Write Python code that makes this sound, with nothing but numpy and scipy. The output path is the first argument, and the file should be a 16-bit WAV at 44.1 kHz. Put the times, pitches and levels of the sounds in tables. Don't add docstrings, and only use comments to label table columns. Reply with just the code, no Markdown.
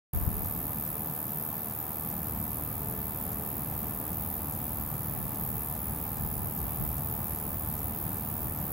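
import sys
import numpy as np
from scipy import signal
from scipy.fft import rfft, irfft, next_fast_len
from scipy.io import wavfile
from scipy.ndimage import uniform_filter1d

SR = 44100
rng = np.random.default_rng(int(sys.argv[2]) if len(sys.argv) > 2 else 0)


def bounce(signal):
    frames = np.transpose(np.atleast_2d(signal))
    limited = np.clip(frames, -1, 1)
    pcm = np.round(limited * 32767).astype(np.int16)
    wavfile.write(sys.argv[1], SR, pcm)


N = 384552
TIME = np.arange(N) / SR

# (time [s], rate [strokes/s])
WING_BEAT = [(0.4, 77.192), (0.5, 76.528), (2.0, 76.926), (2.5, 76.401), (3.1, 76.31), (3.3, 75.91),
             (4.1, 76.574), (4.6, 76.295), (4.7, 76.879), (5.5, 76.381), (6.4, 76.387), (7.6, 76.584)]
# (frequency [Hz], relative level [dB])
WING_RING = [(2000, -65), (4900, -34), (5700, -36), (7000, -30), (9000, -22.5), (10300, -10.3),
             (11400, -4.7), (12400, -5), (13200, 1.3), (13800, -1.2), (14500, -1.3), (15800, -9.5)]
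# (frequency [Hz], width [Hz], gain [dB])
WING_MODES = [(6650, 200, 4), (7180, 220, 3), (8080, 200, 4), (9300, 240, 4), (10070, 120, 4),
              (10500, 140, 6), (11230, 110, 4), (11620, 130, 0.5), (12160, 90, 3.5), (12640, 110, 4.5),
              (13100, 110, 5), (13370, 100, 4), (13690, 110, 3), (13980, 120, 3), (14550, 80, 4),
              (15080, 160, 4), (15670, 110, 8)]
# (frequency [Hz], gain [dB])
SNAP_BODY = [(8800, -12), (10400, -1), (11200, -3), (12800, -25)]
# (frequency [Hz], width [Hz], gain [dB])
GRASS_DIPS = [(6370, 260, -14), (6930, 170, -14), (7720, 440, -18), (8580, 300, -12), (9040, 140, -11),
              (9730, 330, -19), (10240, 450, -29), (10750, 200, -15), (11440, 170, -4), (11840, 160, -17),
              (12370, 330, -14), (12840, 240, -12), (13510, 150, -16), (14175, 330, -23), (14430, 130, -3),
              (14700, 170, -17), (14820, 150, -13), (15350, 220, -8), (15510, 110, -6)]
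# (frequency [Hz], phase [rad])
PORT_PHASE = [(9000, .2), (10500, .6), (11000, 1.2), (11550, 1.8), (12100, 1.3), (12850, 2), (13100, 1.2),
              (13450, 2.2), (13700, .6), (14500, .7), (14780, 2.2), (15080, .3), (15480, 2), (15700, .7)]
# (frequency [Hz], width [Hz], gain [dB])
EARLY_COLOUR = [(10500, 250, -2), (11620, 300, 1), (12400, 350, -6), (13050, 300, -4), (13370, 200, 5),
                (14030, 200, 2), (14520, 250, -3), (14760, 180, 9), (15080, 200, -3), (15700, 250, -4)]
# (time [s], share [0-1])
EARLY_SHARE = [(1.3, 1), (2, .5), (4, 0)]
# (time [s], half length [s], strength [ratio])
SURGES = [(.36, .015, .7), (.46, .045, .8), (.9, .07, .9), (1.22, .033, 1), (1.56, .033, .95),
          (1.68, .014, .7), (2.02, .025, .6), (2.42, .018, .55), (2.55, .026, .8), (2.89, .022, .95),
          (3.03, .018, .65), (3.25, .025, .45), (3.63, .038, 1.1), (3.79, .023, .85), (4.07, .05, .85),
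          (4.52, .034, .8), (4.96, .025, .5), (5.29, .028, .7), (5.42, .023, .7), (5.68, .035, .95),
          (6.09, .038, 1), (6.5, .025, .45), (7.02, .018, .65), (7.41, .038, .6), (7.69, .017, .65),
          (7.81, .028, .7), (8.12, .03, .65), (8.64, .055, .9)]
# (frequency [Hz], width [Hz], gain [dB])
SURGE_COLOUR = [(11750, 650, 4.5), (13150, 300, -3), (14500, 400, -1.5)]
# (time [s], half length [s], share [0-1])
LOW_SWELLS = [(.88, .06, .5), (2.64, .11, .55), (4.27, .05, .5), (4.65, .055, .7), (5.15, .06, .7),
              (5.56, .035, .55), (5.88, .11, 1), (6.38, .08, .95), (6.75, .04, .45), (7.49, .09, .45),
              (7.9, .055, .6)]
# (frequency [Hz], width [Hz], gain [dB])
LOW_BOOST = [(10900, 850, 4.2)]
# (frequency [Hz], width [Hz], gain [dB])
DIMMED_TOP = [(15650, 400, -4)]
# (frequency [Hz], width [Hz], typical swing [dB])
WAVER_BANDS = [(11000, 600, 1), (11650, 450, 1.8), (12650, 350, 1.1), (13200, 450, 1), (13850, 500, 1.6),
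               (14450, 400, 1.4)]
# (time [s], level [dB])
SHEEN_SWELL = [(.13, -66), (2.5, -55), (4.5, -47), (8.72, -44.8)]
# (time [s], drone level [dB], deep rumble level [dB])
LOW_END_LEVELS = [(.13, -40.5, -37.5), (.7, -40.5, -41.5), (1, -41.5, -52), (1.7, -43, -54.5),
                  (2.35, -40, -40.5), (3.1, -40.5, -45), (3.85, -39.5, -44), (5.6, -41, -42.5),
                  (6.3, -41, -40), (7.4, -41, -41), (8.72, -39.5, -41.5)]
# (frequency [Hz], relative level [dB])
DRONE_COLOUR = [(60, -46), (90, -3.5), (120, 1.5), (160, -0.5), (200, -1.5), (250, -7.5), (310, -6.5),
                (450, -24.5), (900, -40)]
# (frequency [Hz], relative level [dB])
RUMBLE_COLOUR = [(20, -28), (30, -12), (45, -6.5), (70, 3), (95, -1), (130, -9), (220, -18)]
# (time [s], level [dB])
BACKGROUND_LEVEL = [(.13, -43), (1.8, -43.5), (3.85, -43), (5.5, -43.5), (8.72, -43)]
# (frequency [Hz], relative level [dB])
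BACKGROUND_COLOUR = [(100, -3.5), (300, -0.5), (480, -2.5), (780, 2), (1050, -2), (1500, -11),
                     (2100, -13.5), (3200, -20), (4000, -8), (5000, -45.5), (6500, -23.5), (16000, -13)]
# (frequency [Hz], correlation [0-1])
STEREO_LIKENESS = [(25, 0.92), (60, 1), (130, 1), (230, 0.99), (380, 0.35), (700, 0.87), (1300, 0.71),
                   (2400, 0.26), (4400, 0.37), (8000, 0.76)]
# (frequency [Hz], rms level [dB])
MOTOR_TONES = [(434, -61), (867, -66.5), (1301, -89), (1737, -71)]
# (time [s], half length [s], peak level [dB], centre [Hz])
GUSTS = [(0.17, 0.018, -29, 59.6), (0.228, .014, -30, 55.3), (0.279, 0.0086, -27, 90.5),
         (.3, 0.15, -38, 74), (0.494, 0.11, -52, 101), (2.35, 0.032, -49, 125), (3.862, 0.036, -43, 170),
         (4.847, 0.066, -48, 125), (5.216, 0.084, -44, 125), (5.543, .06, -46.5, 125),
         (6.27, 0.062, -41, 119), (6.413, 0.047, -40, 118), (6.67, 0.043, -42, 125),
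         (6.833, 0.027, -34.5, 114), (7.72, .05, -48, 105), (8.07, .04, -49, 106), (8.44, .04, -45, 125)]
# (time [s], peak level [dB], half length [s])
LEG_STROKES = [(0.455, -56, .014), (0.87, -56.5, .01), (1.295, -61, .01), (1.702, -57.5, .012),
               (2.109, -54.5, .008), (2.525, -55, .01), (2.923, -57, .01), (3.328, -54.5, .009),
               (3.735, -59, .012), (4.134, -56, .01), (4.534, -55.5, .012), (4.95, -56, .012),
               (5.356, -54, .009), (5.755, -55.5, .009), (6.177, -53.5, .01), (6.585, -53.5, .009),
               (6.983, -55, .011), (7.385, -56.5, .016), (7.787, -56.5, .012), (8.182, -54.5, .01),
               (8.59, -55, .011)]
# (frequency [Hz], relative level [dB])
LEG_RASP = [(500, -60), (1500, -30), (3000, -17), (4500, -8), (6000, -3), (7700, 0), (10000, -4),
            (16000, -12)]


def from_db(db):
    return 10 ** (np.asarray(db) / 20)


def rms_one(x):
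    return x / np.sqrt(np.mean(x ** 2) + 1e-20)


def in_time(rows):
    s, *columns = np.transpose(rows)
    return [np.interp(TIME, s, c) for c in columns]


def at_hz(points, hz):
    frequencies, values = np.transpose(points)
    return np.interp(np.log(hz), np.log(frequencies), values)


def drift(rate_hz):
    step = 40
    r = np.exp(-2 * np.pi * rate_hz * step / SR)
    slow = signal.lfilter([1], [1, -2 * r, r * r], rng.standard_normal(N // step + 2002))[2000:]
    return np.interp(np.arange(N) / step, np.arange(len(slow)), rms_one(slow))


def swell(s, half_s, db):
    return from_db(db) * np.exp(-.5 * ((TIME - s) / half_s) ** 2)


def swells(rows):
    return sum(size * swell(s, half_s, 0) for s, half_s, size in rows)


def clicks(times, sizes):
    at = times.reshape(-1, 1) * SR
    taps = np.floor(at).astype(int) + np.arange(-7, 9)
    shapes = np.sinc(taps - at) * np.sinc((taps - at) / 8)
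    return np.bincount(np.clip(taps, 0, N).ravel(), (sizes.reshape(-1, 1) * shapes).ravel(), N + 1)[:N]


def coloured(x, spectrum):
    size = next_fast_len(N + SR // 10)
    gain = from_db(at_hz(spectrum, np.fft.rfftfreq(size, 1 / SR) + 1))
    return irfft(rfft(x, size) * gain, size)[..., :N]


def evened(x, width_hz):
    spectrum = rfft(x)
    power = uniform_filter1d(np.abs(spectrum) ** 2, size=int(width_hz * N / SR))
    return irfft(spectrum / np.sqrt(power + .03 * power.mean()), N)


def resonate(x, peaks):
    for hz, width_hz, gain_db in peaks:
        radii = np.exp(-np.pi * width_hz * np.array([from_db(gain_db), 1]) / SR)
        zeros, poles = ([1, -2 * r * np.cos(2 * np.pi * hz / SR), r * r] for r in radii)
        x = signal.lfilter(zeros, poles, x + 1e-18)
    return x


def tinted(x, share, peaks):
    return x + share * (resonate(x, peaks) - x)


def tooth_strikes(teeth_per_s=3400, rise_s=.002, fade_s=.001, snap_db=6.8, slip_s=.000437):
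    beat_hz, = in_time(WING_BEAT)
    cycle = np.cumsum(beat_hz) / SR + .572 + .004 * drift(40)
    snap_s = np.interp(np.arange(1, int(cycle[-1]) + 1), cycle, TIME)
    snap_s += .00016 * rng.standard_normal(len(snap_s))
    tooth = np.arange(-22, 22)
    file_gaps = .22 * rng.standard_normal(len(tooth))
    gap_chance, pace_chance, size_chance = rng.standard_normal((3, len(snap_s), len(tooth)))
    pace = rms_one(signal.lfilter([1], [1, -.8], pace_chance, axis=0))
    travel = np.cumsum(np.exp(file_gaps + .01 * gap_chance + .03 * pace), axis=1)
    from_snap_s = (travel - travel[:, tooth == 0]) / teeth_per_s
    pressure = np.exp(-np.abs(from_snap_s) / np.where(tooth < 0, rise_s, fade_s)) + from_db(-25)
    tooth_db = np.where(tooth == 0, snap_db, 0) + .8 * size_chance
    stroke_db = .45 * rng.standard_normal((len(snap_s), 1))
    strikes = clicks(snap_s[:, None] + from_snap_s, pressure * from_db(tooth_db + stroke_db))
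    snaps = clicks(snap_s, np.ones(len(snap_s)))
    body = from_db(snap_db) * coloured(snaps, SNAP_BODY)
    teeth = rms_one(evened(strikes + body, width_hz=110))
    slip_share = (.06 + .3 * swells(SURGES)) * from_db(2 * drift(4))
    slips = clicks(snap_s + slip_s, np.interp(snap_s, TIME, slip_share))
    snap_size = (teeth @ snaps) / (snaps @ snaps)
    return teeth + snap_size * slips


def bush_cricket(song_db=-36, wander_db=.32, chorus_db=-10.5, sheen_hz=15080):
    left = tooth_strikes()
    port_lag = at_hz(PORT_PHASE, np.fft.rfftfreq(N, 1 / SR) + 1)
    right = irfft(rfft(left) * np.exp(-1j * port_lag), N)
    near = rms_one(coloured(np.array([left, right]), WING_RING))
    far = from_db(chorus_db) * rms_one(coloured(rng.standard_normal((2, N)), WING_RING))
    song = resonate(resonate(near + far, GRASS_DIPS), WING_MODES)
    body = resonate(song, [(sheen_hz, 170, -60)])
    buzz = from_db(song_db + wander_db * drift(4.1)) * rms_one(body)
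    return shifting_colour(buzz + sheen(song - body)) * from_db([[-.2], [.2]])


def between_leg_strokes(before_s=.08, after_s=.02, ramp_s=.03):
    clear_s = [np.maximum(s - before_s - TIME, TIME - s - after_s) for s, *_ in LEG_STROKES]
    return np.clip(np.min(clear_s, axis=0) / ramp_s, 0, 1)


def sheen(wing_mode, rest_db=-51.5):
    swell_db, = in_time(SHEEN_SWELL)
    return np.hypot(from_db(rest_db), from_db(swell_db) * between_leg_strokes()) * rms_one(wing_mode)


def shifting_colour(song):
    early, = in_time(EARLY_SHARE)
    song = tinted(song, early, EARLY_COLOUR)
    song = tinted(song, swells(SURGES), SURGE_COLOUR)
    song = tinted(song, swells(LOW_SWELLS), LOW_BOOST)
    song = tinted(song, 1 - between_leg_strokes(), DIMMED_TOP)
    for band in WAVER_BANDS:
        song = tinted(song, drift(rate_hz=24), [band])
    return song


def distant_noise(spectrum, flicker_db):
    edges = 20 * 2 ** np.arange(0, 10.1, .5)
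    out, white = 0, rng.standard_normal((2, 2, N))
    for k, (low, high) in enumerate(zip(edges, edges[1:])):
        if high < spectrum[0][0] or low > spectrum[-1][0]:
            continue
        hz = np.sqrt(low * high)
        band = signal.butter(2, [low, high], "band", fs=SR, output="sos")
        mid, side = signal.sosfilt(band, white[k % 2])
        alike = at_hz(STEREO_LIKENESS, hz)
        gain = from_db(at_hz(spectrum, hz) + flicker_db * drift(13.3))
        out = out + gain * (np.sqrt(1 + alike) * mid + np.sqrt(1 - alike) * side * [[1], [-1]])
    return rms_one(out)


def traffic(lean_db=.6):
    drone_db, rumble_db = in_time(LOW_END_LEVELS)
    background_db, = in_time(BACKGROUND_LEVEL)
    drone = from_db(drone_db) * distant_noise(DRONE_COLOUR, flicker_db=1.4)
    rumble = from_db(rumble_db) * distant_noise(RUMBLE_COLOUR, flicker_db=.5)
    background = from_db(background_db) * distant_noise(BACKGROUND_COLOUR, flicker_db=.7)
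    return drone * from_db([[lean_db], [-lean_db]]) + rumble + background


def camera_motor(pitch_waver=.00184, flutter_db=3.5):
    clock = np.cumsum(1 + pitch_waver * drift(5.3)) / SR
    return sum(np.sqrt(2) * from_db(db + flutter_db * drift(3.5)) * np.sin(2 * np.pi * hz * clock)
               for hz, db in MOTOR_TONES)


def wind(edge_ratio=1.63):
    out = 0
    for s, half_s, db, hz in GUSTS:
        band = signal.butter(2, [hz / edge_ratio, hz * edge_ratio], "band", fs=SR, output="sos")
        turbulence = rms_one(signal.sosfilt(band, rng.standard_normal((2, N))))
        out = out + swell(s, half_s, db) * turbulence
    return out


def grasshopper(pegs_per_s=950):
    pegs = (rng.random(N) < pegs_per_s / SR) * rng.choice([-1, 1], N)
    strokes = sum(swell(s, half_s, db) for s, db, half_s in LEG_STROKES)
    return strokes * rms_one(coloured(pegs, LEG_RASP))


def scene():
    return bush_cricket() + grasshopper() + traffic() + wind() + camera_motor()


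def record(dry):
    start_s, cutoff_hz = .13, 15780
    switched_on = np.clip((TIME - start_s) / .002, 0, 1)
    lowpass = signal.ellip(12, .1, 80, cutoff_hz, fs=SR, output="sos")
    return signal.sosfilt(lowpass, dry * switched_on)


dry = scene()
out = record(dry)
bounce(out)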